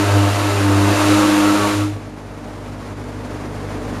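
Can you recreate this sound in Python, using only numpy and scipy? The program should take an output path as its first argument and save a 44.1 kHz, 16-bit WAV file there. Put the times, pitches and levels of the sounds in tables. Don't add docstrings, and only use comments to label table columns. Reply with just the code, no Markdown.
import sys
import numpy as np
from scipy import signal
from scipy.fft import rfft, irfft
from scipy.io import wavfile
from scipy.ndimage import uniform_filter1d, minimum_filter1d

SR = 44100
rng = np.random.default_rng(int(sys.argv[2]) if len(sys.argv) > 2 else 0)


def bounce(signal):
    frames = np.transpose(np.atleast_2d(signal))
    limited = np.clip(frames, -1, 1)
    pcm = np.round(limited * 32767).astype(np.int16)
    wavfile.write(sys.argv[1], SR, pcm)


N = 176400

# (t/s, f/Hz)
PIPE_PITCH = [(0.03, 100.8), (0.15, 100.8), (0.271, 100.3), (0.35, 101.5), (0.48, 101.1), (0.62, 99.86),
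              (0.74, 99.5), (0.86, 100.4), (0.96, 101.7), (1.06, 101.3), (1.2, 102.4), (1.35, 101.7),
              (1.48, 101.7), (1.62, 102.6), (1.82, 102.0)]
# (t/s, relative level/dB)
FIRST_TONE = [(0.0, -24.5), (0.16, -12.5), (0.38, -20.5), (0.76, -15), (0.92, -18), (0.98, -26),
              (1.14, -20), (1.21, -27.5), (1.43, -30), (1.47, -27), (1.52, -27), (1.54, -43), (1.62, -25),
              (1.67, -29), (1.7, -37), (1.76, -22), (1.82, -20), (1.97, -31.5), (2.03, -60), (2.07, -60)]
SECOND_TONE = [(0.0, -28), (0.092, -44), (0.244, -32), (0.434, -48), (0.63, -29.5), (0.906, -26.5),
               (0.96, -40), (1.184, -28), (1.678, -28.5), (1.95, -53)]
THIRD_TONE = [(0.0, -15), (0.07, -25), (0.1, -33), (0.17, -19.5), (0.28, -20.5), (0.35, -42), (0.38, -27.5),
              (0.47, -19), (0.55, -41), (0.63, -18.5), (0.83, -16.5), (0.95, -23), (1.11, -14.5),
              (1.55, -15), (1.6, -23.5), (1.86, -20.5), (1.92, -30.5), (1.94, -53), (2.01, -36),
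              (2.05, -58)]
FOURTH_TONE = [(0.0, -27.5), (0.426, -36), (0.534, -24.5), (0.654, -33), (0.926, -26), (0.978, -42),
               (1.096, -30.5), (1.41, -48), (1.478, -25), (1.53, -47), (1.596, -25), (1.85, -45)]
# (t/s, relative level/dB)
ROUGH_LEVEL = [(0.0, -27), (0.194, -24.5), (0.232, -27), (0.296, -23.5), (0.332, -36), (0.358, -26),
               (0.692, -28.5), (1.206, -22.5), (1.332, -27), (1.37, -22.5), (1.65, -22.5), (1.772, -34),
               (1.846, -29.5), (1.9, -49)]
# (multiple of the pitch, early relative level/dB, late relative level/dB)
ROUGH_OVERTONES = [(5,-4.5,-3.5),(6,-3.5,-5.5),(7,-3.5,-11.5),(8,-14,-14),(9,-4,-5),(10,-10,-16),(11,-6.5,-3.5),(12,-10,-7),(13,-5.5,-5),(14,-15,-11.5),(15,-13,-14),(16,-14,-16),(17,-17,-18)]
# (t/s, relative hiss level/dB, relative roar level/dB)
STEAM_FLOW = [(0.02, -28.5, -22.5), (0.264, -29.5, -24), (0.342, -28.5, -24), (0.676, -30, -22.5),
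              (0.738, -30, -22.5), (1.086, -25.5, -21), (1.686, -28.5, -24), (1.79, -32.5, -30.5),
              (1.842, -36.5, -34), (1.89, -42.5, -39)]
# (f/Hz, relative level/dB)
HISS_COLOUR = [(1200,-15),(2000,3),(2600,2.5),(3200,0),(4000,-1),(5000,-4),(7400,-3.5),(8500,-6.5),(10500,-8),(12000,-12),(13500,-17.5),(15000,-24)]
ROAR_COLOUR = [(60,-24),(160,-14.5),(250,-5.5),(335,4.5),(385,-4.5),(470,-5),(570,1),(800,-3.5),(950,-2.5),(1300,-3.5),(1700,-7),(2100,-13),(3000,-30)]
# (f/Hz, width/Hz, early relative level/dB, late relative level/dB)
JET_RESONANCES = [(2680,270,-7,-10),(3920,350,-14.5,-11),(4580,400,-13.5,-21)]
# (f/Hz, level/dB, unsteadiness from 0 to 1)
HUM_TONES = [(50,-33.5,0.1),(99.8,-30,0.19),(110.3,-43,0.4),(150.1,-37,0.26),(202.4,-41,0.8),(226,-40.5,0.2),(249.8,-34.5,0.27),(301.4,-34.5,0.12),(430.6,-42.5,0.6),(607,-43,0.5)]
# (f/Hz, relative level/dB)
DOCK_COLOUR = [(25,-24),(70,-5),(120,-1.5),(175,-6.5),(270,-0.5),(350,-4.5),(440,-0.5),(530,-3.5),(650,-4.5),(800,-7.5),(1100,-9.5),(1500,-13.5),(2100,-17),(3000,-23.5),(5000,-27),(7400,-29.5),(8500,-32),(10500,-34),(12500,-40.5),(15000,-49)]

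SIREN_GAIN_DB, FADE_DB_PER_S = 10, 117
SETTLE_SPAN_S = (0.94, 1.04)


def from_db(db):
    return 10 ** (np.asarray(db) / 20)


def unit_power(x):
    return x / np.sqrt(np.mean(x ** 2) + 1e-20)


def seconds():
    return np.arange(N) / SR


def gain_curves(rows):
    times, *columns = np.transpose(rows)
    fade_db = FADE_DB_PER_S * np.maximum(seconds() - times[-1], 0)
    return [from_db(np.interp(seconds(), times, db) - fade_db) for db in columns]


def drift(rate_hz):
    step, warm_up = 40, 2000
    memory = np.exp(-2 * np.pi * rate_hz * step / SR)
    draws = rng.standard_normal(N // step + warm_up + 2)
    smooth = signal.lfilter([1], [1, -2 * memory, memory ** 2], draws)[warm_up:]
    return np.interp(np.arange(N) / step, np.arange(len(smooth)), unit_power(smooth))


def noise(colour):
    hz, db = np.transpose(colour)
    all_hz = np.maximum(np.arange(N // 2 + 1) * SR / N, 1)
    gain = from_db(np.interp(np.log(all_hz), np.log(hz), db))
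    gain /= 1 + (all_hz / hz[-1] / 2) ** 4
    return unit_power(irfft(rfft(rng.standard_normal(N)) * gain, N))


def wavering_tone(phase, unsteadiness, rate_hz):
    phase = phase + rng.uniform(0, 2 * np.pi)
    tone = (1 + unsteadiness * drift(rate_hz)) * np.sin(phase)
    wobble = unsteadiness * drift(rate_hz) * np.cos(phase)
    return unit_power(tone + wobble)


def settling(early_db, late_db):
    return from_db(np.interp(seconds(), SETTLE_SPAN_S, [early_db, late_db]))


def pipe(phase):
    sound = 0
    for multiple, rows in enumerate((FIRST_TONE, SECOND_TONE, THIRD_TONE, FOURTH_TONE), 1):
        tone = np.sqrt(2) * np.sin(multiple * phase + rng.uniform(0, 2 * np.pi))
        sound += gain_curves(rows)[0] * tone
    rough_gain = gain_curves(ROUGH_LEVEL)[0] * from_db(-3)
    for multiple, early_db, late_db in ROUGH_OVERTONES:
        overtone = wavering_tone(multiple * phase, unsteadiness=0.58, rate_hz=15)
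        sound += rough_gain * settling(early_db, late_db) * overtone
    return sound


def jet_hiss():
    hiss = from_db(0.85) * noise(HISS_COLOUR)
    for hz, width_hz, early_db, late_db in JET_RESONANCES:
        band = signal.lfilter(*signal.iirpeak(hz, hz / width_hz, fs=SR), noise(HISS_COLOUR))
        hiss += settling(early_db, late_db) * unit_power(band)
    return hiss


def steam(phase, puff_depth=0.049, flicker_db=0.25):
    hiss_gain, roar_gain = gain_curves(STEAM_FLOW)
    hiss = hiss_gain * jet_hiss()
    roar = roar_gain * from_db(-0.46) * noise(ROAR_COLOUR)
    puffs = 1 + puff_depth * np.sin(phase)
    flicker = from_db(flicker_db * drift(rate_hz=60))
    return (hiss + roar) * puffs * flicker


def siren(jitter_hz=0.2):
    hz = np.interp(seconds(), *np.transpose(PIPE_PITCH)) + jitter_hz * drift(rate_hz=36)
    phase = 2 * np.pi * np.cumsum(hz) / SR
    return from_db(SIREN_GAIN_DB) * (steam(phase) + pipe(phase))


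def echo(blast, delay_s=0.33, gain_db=-27, cutoff_hz=6000):
    delayed = np.pad(blast, (int(delay_s * SR), 0), mode="reflect")[:N]
    soften_treble = signal.butter(1, cutoff_hz, fs=SR, output="sos")
    return from_db(gain_db) * signal.sosfilt(soften_treble, delayed)


def machinery(noise_db=-27.5, flutter_db=1.06):
    hum = 0
    for hz, db, unsteadiness in HUM_TONES:
        hum += from_db(db) * wavering_tone(2 * np.pi * hz * seconds(), unsteadiness, rate_hz=8)
    noise_gain = from_db(noise_db + flutter_db * drift(rate_hz=19))
    return hum + noise_gain * noise(DOCK_COLOUR)


def scene():
    blast = siren()
    return (blast + echo(blast) + machinery())[None]


def volume_control(sound, limit_db=-11.5, hold_s=0.5, recovery_db_per_s=3.5):
    power = uniform_filter1d(sound ** 2, size=SR // 10)
    excess_db = np.maximum(10 * np.log10(power + 1e-12) - limit_db, 0)
    excess_db[0] = excess_db[:SR // 2].max()
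    half_hold = int(hold_s * SR / 2)
    held_db = -minimum_filter1d(-excess_db, 2 * half_hold + 1, origin=half_hold, mode="nearest")
    recovery_db = recovery_db_per_s * seconds()
    cut_db = np.maximum.accumulate(held_db + recovery_db) - recovery_db
    return sound * from_db(-cut_db)


def record(dry, notch_hz=7930, cutoff_hz=15000):
    sound = volume_control(dry[0])
    sound = signal.lfilter(*signal.iirnotch(notch_hz, Q=28, fs=SR), sound)
    top_cut = signal.ellip(12, 0.1, 90, cutoff_hz, fs=SR, output="sos")
    return signal.sosfilt(top_cut, sound)[None]


dry = scene()
out = record(dry)
bounce(out)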